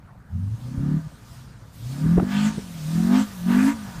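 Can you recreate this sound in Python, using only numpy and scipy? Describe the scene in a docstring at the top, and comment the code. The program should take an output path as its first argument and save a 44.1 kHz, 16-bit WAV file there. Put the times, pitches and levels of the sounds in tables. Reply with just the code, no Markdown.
"""A snowy lot at night: light wind rumbles on the microphone over the wash of a far town.
From 0.3 s a burbling four-cylinder car slides closer, its exhaust booming at each throttle blip
while the spinning tyres spray snow. A few wind buffets hit, most between 2 and 2.6 s.
From 2 s the surges are louder: the tailpipe rasps at their tops and gas rushes at full throttle.
Near 2.4 s the engine throbs once under load."""
import sys
import numpy as np
from scipy import signal
from scipy.fft import rfft, irfft
from scipy.io import wavfile
from scipy.ndimage import uniform_filter1d

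SR = 44100
rng = np.random.default_rng(int(sys.argv[2]) if len(sys.argv) > 2 else 0)


def persist_wave(psi):
    """Save psi, clipped to +-1, as 16-bit WAV."""
    counts = np.round(np.clip(psi, -1, 1) * 32767).astype(np.int16)
    wavfile.write(sys.argv[1], SR, np.atleast_2d(counts).T)


N = 176400
T = np.arange(N) / SR
BIN_HZ = np.fft.rfftfreq(N, 1 / SR)

# Turbulence spectrum, wind and exhaust. Each row: frequency in Hz, relative level in dB.
TURBULENCE_SPECTRUM = [(20,-30),(55,1.5),(150,2),(900,-62)]


def amp(db):
    """dB to gain."""
    return 10 ** (np.asarray(db) / 20)


def unit(x):
    """Scale to rms 1."""
    return x / np.sqrt(np.mean(x ** 2) + 1e-20)


def curve(table, column=1):
    """One column of a time table at every sample."""
    table = np.array(table)
    return np.interp(T, table[:, 0], table[:, column])


def gain_at(spectrum, hz):
    """Gain of a spectrum, interpolated over log frequency."""
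    knots_hz, db = np.transpose(spectrum)
    return amp(np.interp(np.log(hz + 1), np.log(knots_hz), db))


def colour(x, spectrum):
    """Filter by a spectrum, cut below 12 Hz; rms 1."""
    return unit(irfft(rfft(x) * gain_at(spectrum, BIN_HZ) * (BIN_HZ > 12), N))


def wander(edge_hz):
    """Low-passed noise; rms 1."""
    return unit(irfft(rfft(rng.standard_normal(N)) / np.sqrt(1 + (BIN_HZ / edge_hz) ** 6), N))


def drift(per_s):
    """Random values joined by straight lines."""
    return np.interp(T * per_s, np.arange(500), rng.standard_normal(500))


def patchy(spectrum, patch_db):
    """Coloured noise whose level varies in small time-frequency patches; rms 1."""
    cells = signal.stft(rng.standard_normal(N), nperseg=512)[2]
    patches = uniform_filter1d(rng.standard_normal(cells.shape), size=7, axis=0)
    patches = unit(uniform_filter1d(patches, size=9, axis=1))
    noise = signal.istft(cells * amp(patch_db * patches), nperseg=512)[1][:N]
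    return colour(noise, spectrum)


def wind():
    """Lumpy, slowly rising rumble and short buffets on the microphone."""
    # Each row: centre in seconds, length in seconds, level in dB, upper edge in Hz.
    buffets = [(0.789,0.031,-23,108),(2.063,0.022,-22,223.2),(2.181,0.017,-13.5,460),(2.2,0.0062,-20,780),(2.231,0.026,-21.5,307),(2.585,0.021,-25.5,275),(3.99,0.035,-32,89.9)]
    start_db, rise_db_per_s, swell_db = -47.5, 0.5, 2
    level_db = start_db + rise_db_per_s * T + swell_db * wander(12)
    out = amp(level_db) * colour(rng.standard_normal(N), TURBULENCE_SPECTRUM)
    highpass = signal.butter(2, 50, "high", fs=SR, output="sos")
    for centre_s, length_s, db, edge_hz in buffets:
        window = np.exp(-(2 * (T - centre_s) / length_s) ** 2)
        puff = signal.sosfilt(highpass, wander(edge_hz) * window)
        out += amp(db) * puff * np.linalg.norm(window) / np.linalg.norm(puff)
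    return out


def far_town():
    """Faint, dull wash of a distant town."""
    # Each row: frequency in Hz, relative level in dB.
    wash_spectrum = [(110,-3),(400,-14),(1400,-12.5),(2400,-25.5),(15000,-76)]
    return amp(-55) * patchy(wash_spectrum, patch_db=3)


def snow_spray():
    """Spinning tyres throw up powder: patchy hiss and fine fizz."""
    # Each row: time in seconds, hiss level in dB, fizz level in dB.
    spray_db = [(.24,-73,-74),(.37,-64,-66),(.67,-54.5,-60.5),(1.04,-57.5,-63.5),(1.22,-59.5,-61.5),(1.34,-53,-56.5),(1.58,-61,-72),(1.72,-60.5,-62),(1.745,-58.5,-54.5),(1.92,-46,-52.5),(2.2,-52,-54),(2.53,-43.5,-58.5),(2.74,-49.5,-50),(2.95,-42,-47),(3.36,-49.5,-47.5),(3.67,-42.5,-51),(3.8,-48.5,-52.5)]
    # Each row of both: frequency in Hz, relative level in dB.
    hiss_spectrum = [(300,8.5),(1500,1),(4700,3),(9800,-2.5),(11200,-29),(15000,-21)]
    fizz_spectrum = [(5500,0.5),(15000,2)]
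    hiss = amp(curve(spray_db)) * patchy(hiss_spectrum, patch_db=2)
    fizz = amp(curve(spray_db, column=2)) * patchy(fizz_spectrum, patch_db=2)
    return hiss + fizz


def crank():
    """Slightly unsteady engine cycle rate and running cycle count; four firings per cycle."""
    # Each row: time in seconds, cycle rate in Hz.
    speed = [(.3,19.6),(.55,28.1),(1.02,40.4),(1.22,29.2),(1.45,32.9),(1.74,24.6),(2.09,41.5),(2.33,50.3),(2.52,54.2),(2.69,43.4),(2.84,37.8),(3,43.3),(3.23,53.5),(3.42,42.9),(3.74,57.5),(3.89,46.7),(4,39.5)]
    cycle_hz = uniform_filter1d(curve(speed), size=900) * (1 + .008 * wander(30))
    return cycle_hz, np.cumsum(cycle_hz) / SR


def exhaust(cycle_hz, cycles):
    """Boom at the firing rate, burble from unequal firings, chuff from pipe turbulence."""
    # Each row of both: time in seconds, level in dB.
    boom_db = [(.28,-72),(.335,-27),(.55,-26.5),(.575,-46),(.66,-32),(.745,-36),(.785,-27),(.98,-22),(1.015,-39),(1.075,-31.5),(1.1,-69),(1.41,-41.5),(1.74,-55),(1.86,-29),(1.98,-33),(2.04,-18.5),(2.17,-17.5),(2.29,-30.5),(2.34,-21.5),(2.48,-17.5),(2.515,-33),(2.66,-42),(2.8,-34),(2.97,-22),(3.21,-20),(3.3,-42.5),(3.4,-33),(3.47,-22),(3.62,-19.5),(3.74,-30.5),(4,-43)]
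    burble_db = [(.28,-54.5),(.37,-29),(.56,-52),(.8,-32),(.96,-26),(1.03,-54),(1.75,-61.5),(2.08,-25.5),(2.47,-35),(2.56,-46),(2.85,-48.5),(2.99,-24),(3.19,-16.5),(3.28,-52),(3.4,-51.5),(3.5,-19),(3.69,-18),(3.77,-45)]
    # Each entry: multiple of the cycle rate, relative level in dB.
    burble_orders = {3: -8, 5: 0, 6: -7, 7: -1.77, 8: -2.8, 10: -5}
    # Each row: frequency in Hz, gain in dB.
    silencer = [(110,-10),(170,-1.5),(280,0.5),(315,-13.5),(400,-18),(480,-69)]
    boom, burble = amp(curve(boom_db)), amp(curve(burble_db))
    flutter = 1 + .14 * drift(45)
    tones = boom * flutter * np.cos(2 * np.pi * 4 * cycles)
    speed_fade = np.minimum(1, (36 / cycle_hz) ** 3.53)  # falls above 36 cycles/s
    for order, db in burble_orders.items():
        strength = flutter if order in (5, 8) else speed_fade * (1 + .35 * drift(25))
        gain = amp(db) * burble * strength * gain_at(silencer, order * cycle_hz)
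        tones += gain * np.cos(2 * np.pi * (order * cycles + rng.random()))
    chuff = amp(-12) * boom * speed_fade * colour(rng.standard_normal(N), TURBULENCE_SPECTRUM)
    return np.sqrt(2) * tones + chuff


def tailpipe_rasp(cycles):
    """High engine orders sweep through fixed tailpipe resonances, with a gas puff per firing."""
    # Each row: time in seconds, level in dB.
    rasp_db = [(.4,-65),(.86,-49.5),(.96,-47.5),(1.04,-56.5),(1.8,-64),(2.05,-44),(2.28,-43.5),(2.33,-37),(2.47,-35.5),(2.53,-47.5),(2.72,-59),(3.09,-39.5),(3.15,-31.5),(3.21,-33.5),(3.26,-47.5),(3.44,-53.5),(3.5,-34),(3.7,-34),(3.75,-46)]
    # Each row: resonance in Hz, peak gain in dB.
    pipe_modes = [(535,2.5),(685,4),(945,8.5),(1205,8),(1500,3),(1700,-0.5)]
    # Each row: frequency in Hz, relative gain in dB.
    rasp_spectrum = [(250,1),(600,-2),(1800,4.5),(2200,-2),(10000,-22)]
    strong_orders, boost_db, scatter_db = (14, 17), 8, 5
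    rolloff_order, mode_width_hz = 45, 51
    tones = np.zeros(N)
    for order in range(8, 70):
        order_db = boost_db * (order in strong_orders) + scatter_db * drift(25)
        gain = amp(order_db) / (1 + (order / rolloff_order) ** 4)
        tones += gain * np.cos(2 * np.pi * (order * cycles + rng.random()))
    puffs = rng.standard_normal(N) * (1 + np.cos(2 * np.pi * 4 * cycles) / 2)
    pipe = 1 + sum(amp(db) / (1 + (2 * (BIN_HZ - hz) / mode_width_hz) ** 2) for hz, db in pipe_modes)
    gas = irfft(rfft(unit(tones) + 1.575 * puffs) * pipe, N)
    return amp(curve(rasp_db)) * colour(gas, rasp_spectrum)


def gas_rush():
    """Gas rushes at full throttle; a higher whoosh grows toward the end of each rush."""
    # Each row: start in seconds, end in seconds, level in dB, centre in Hz.
    rushes = [(2.297,2.494,-37.5,2505),(3.13,3.23,-37.5,2830),(3.491,3.715,-35,1500)]
    # Each row: multiple of the centre frequency, relative level in dB.
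    rush_shape = [(.5,-14),(1.1,-3),(1.45,-8),(3.6,-25.5)]
    # Each row: frequency in Hz, relative level in dB.
    whoosh_spectrum = [(5000,-8),(7800,0.5),(11000,-25)]
    ramp_s = 0.057
    whoosh = amp(-40) * patchy(whoosh_spectrum, patch_db=3)
    out = np.zeros(N)
    for start_s, end_s, level_db, centre_hz in rushes:
        spectrum = [(ratio * centre_hz, db) for ratio, db in rush_shape]
        rush = amp(level_db) * patchy(spectrum, patch_db=3)
        gate = np.clip(np.minimum(T - start_s, end_s - T) / ramp_s + .5, 0, 1)
        progress = np.clip((T - start_s) / (end_s - start_s), 0, 1)
        out += gate * (rush + whoosh * progress)
    return out


def load_throb(cycles):
    """Under heavy load the firings fall uneven and the third order swells once."""
    centre_s, length_s, level_db = 2.422, .2, -28
    window = np.exp(-(2 * (T - centre_s) / length_s) ** 2)
    return amp(level_db) * window * unit(np.cos(2 * np.pi * (3 * cycles + rng.random())))


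def scene():
    """Mono mix of car, wind and town."""
    cycle_hz, cycles = crank()
    engine = exhaust(cycle_hz, cycles) + load_throb(cycles) + tailpipe_rasp(cycles) + gas_rush()
    return (engine + snow_spray() + wind() + far_town())[None]


def record(dry):
    """Steep low-pass band limit."""
    edge_hz = 15200
    lowpass = signal.firwin(511, edge_hz, window=("kaiser", 9), fs=SR)
    return signal.oaconvolve(dry, lowpass[None], "same")


dry = scene()
out = record(dry)
persist_wave(out)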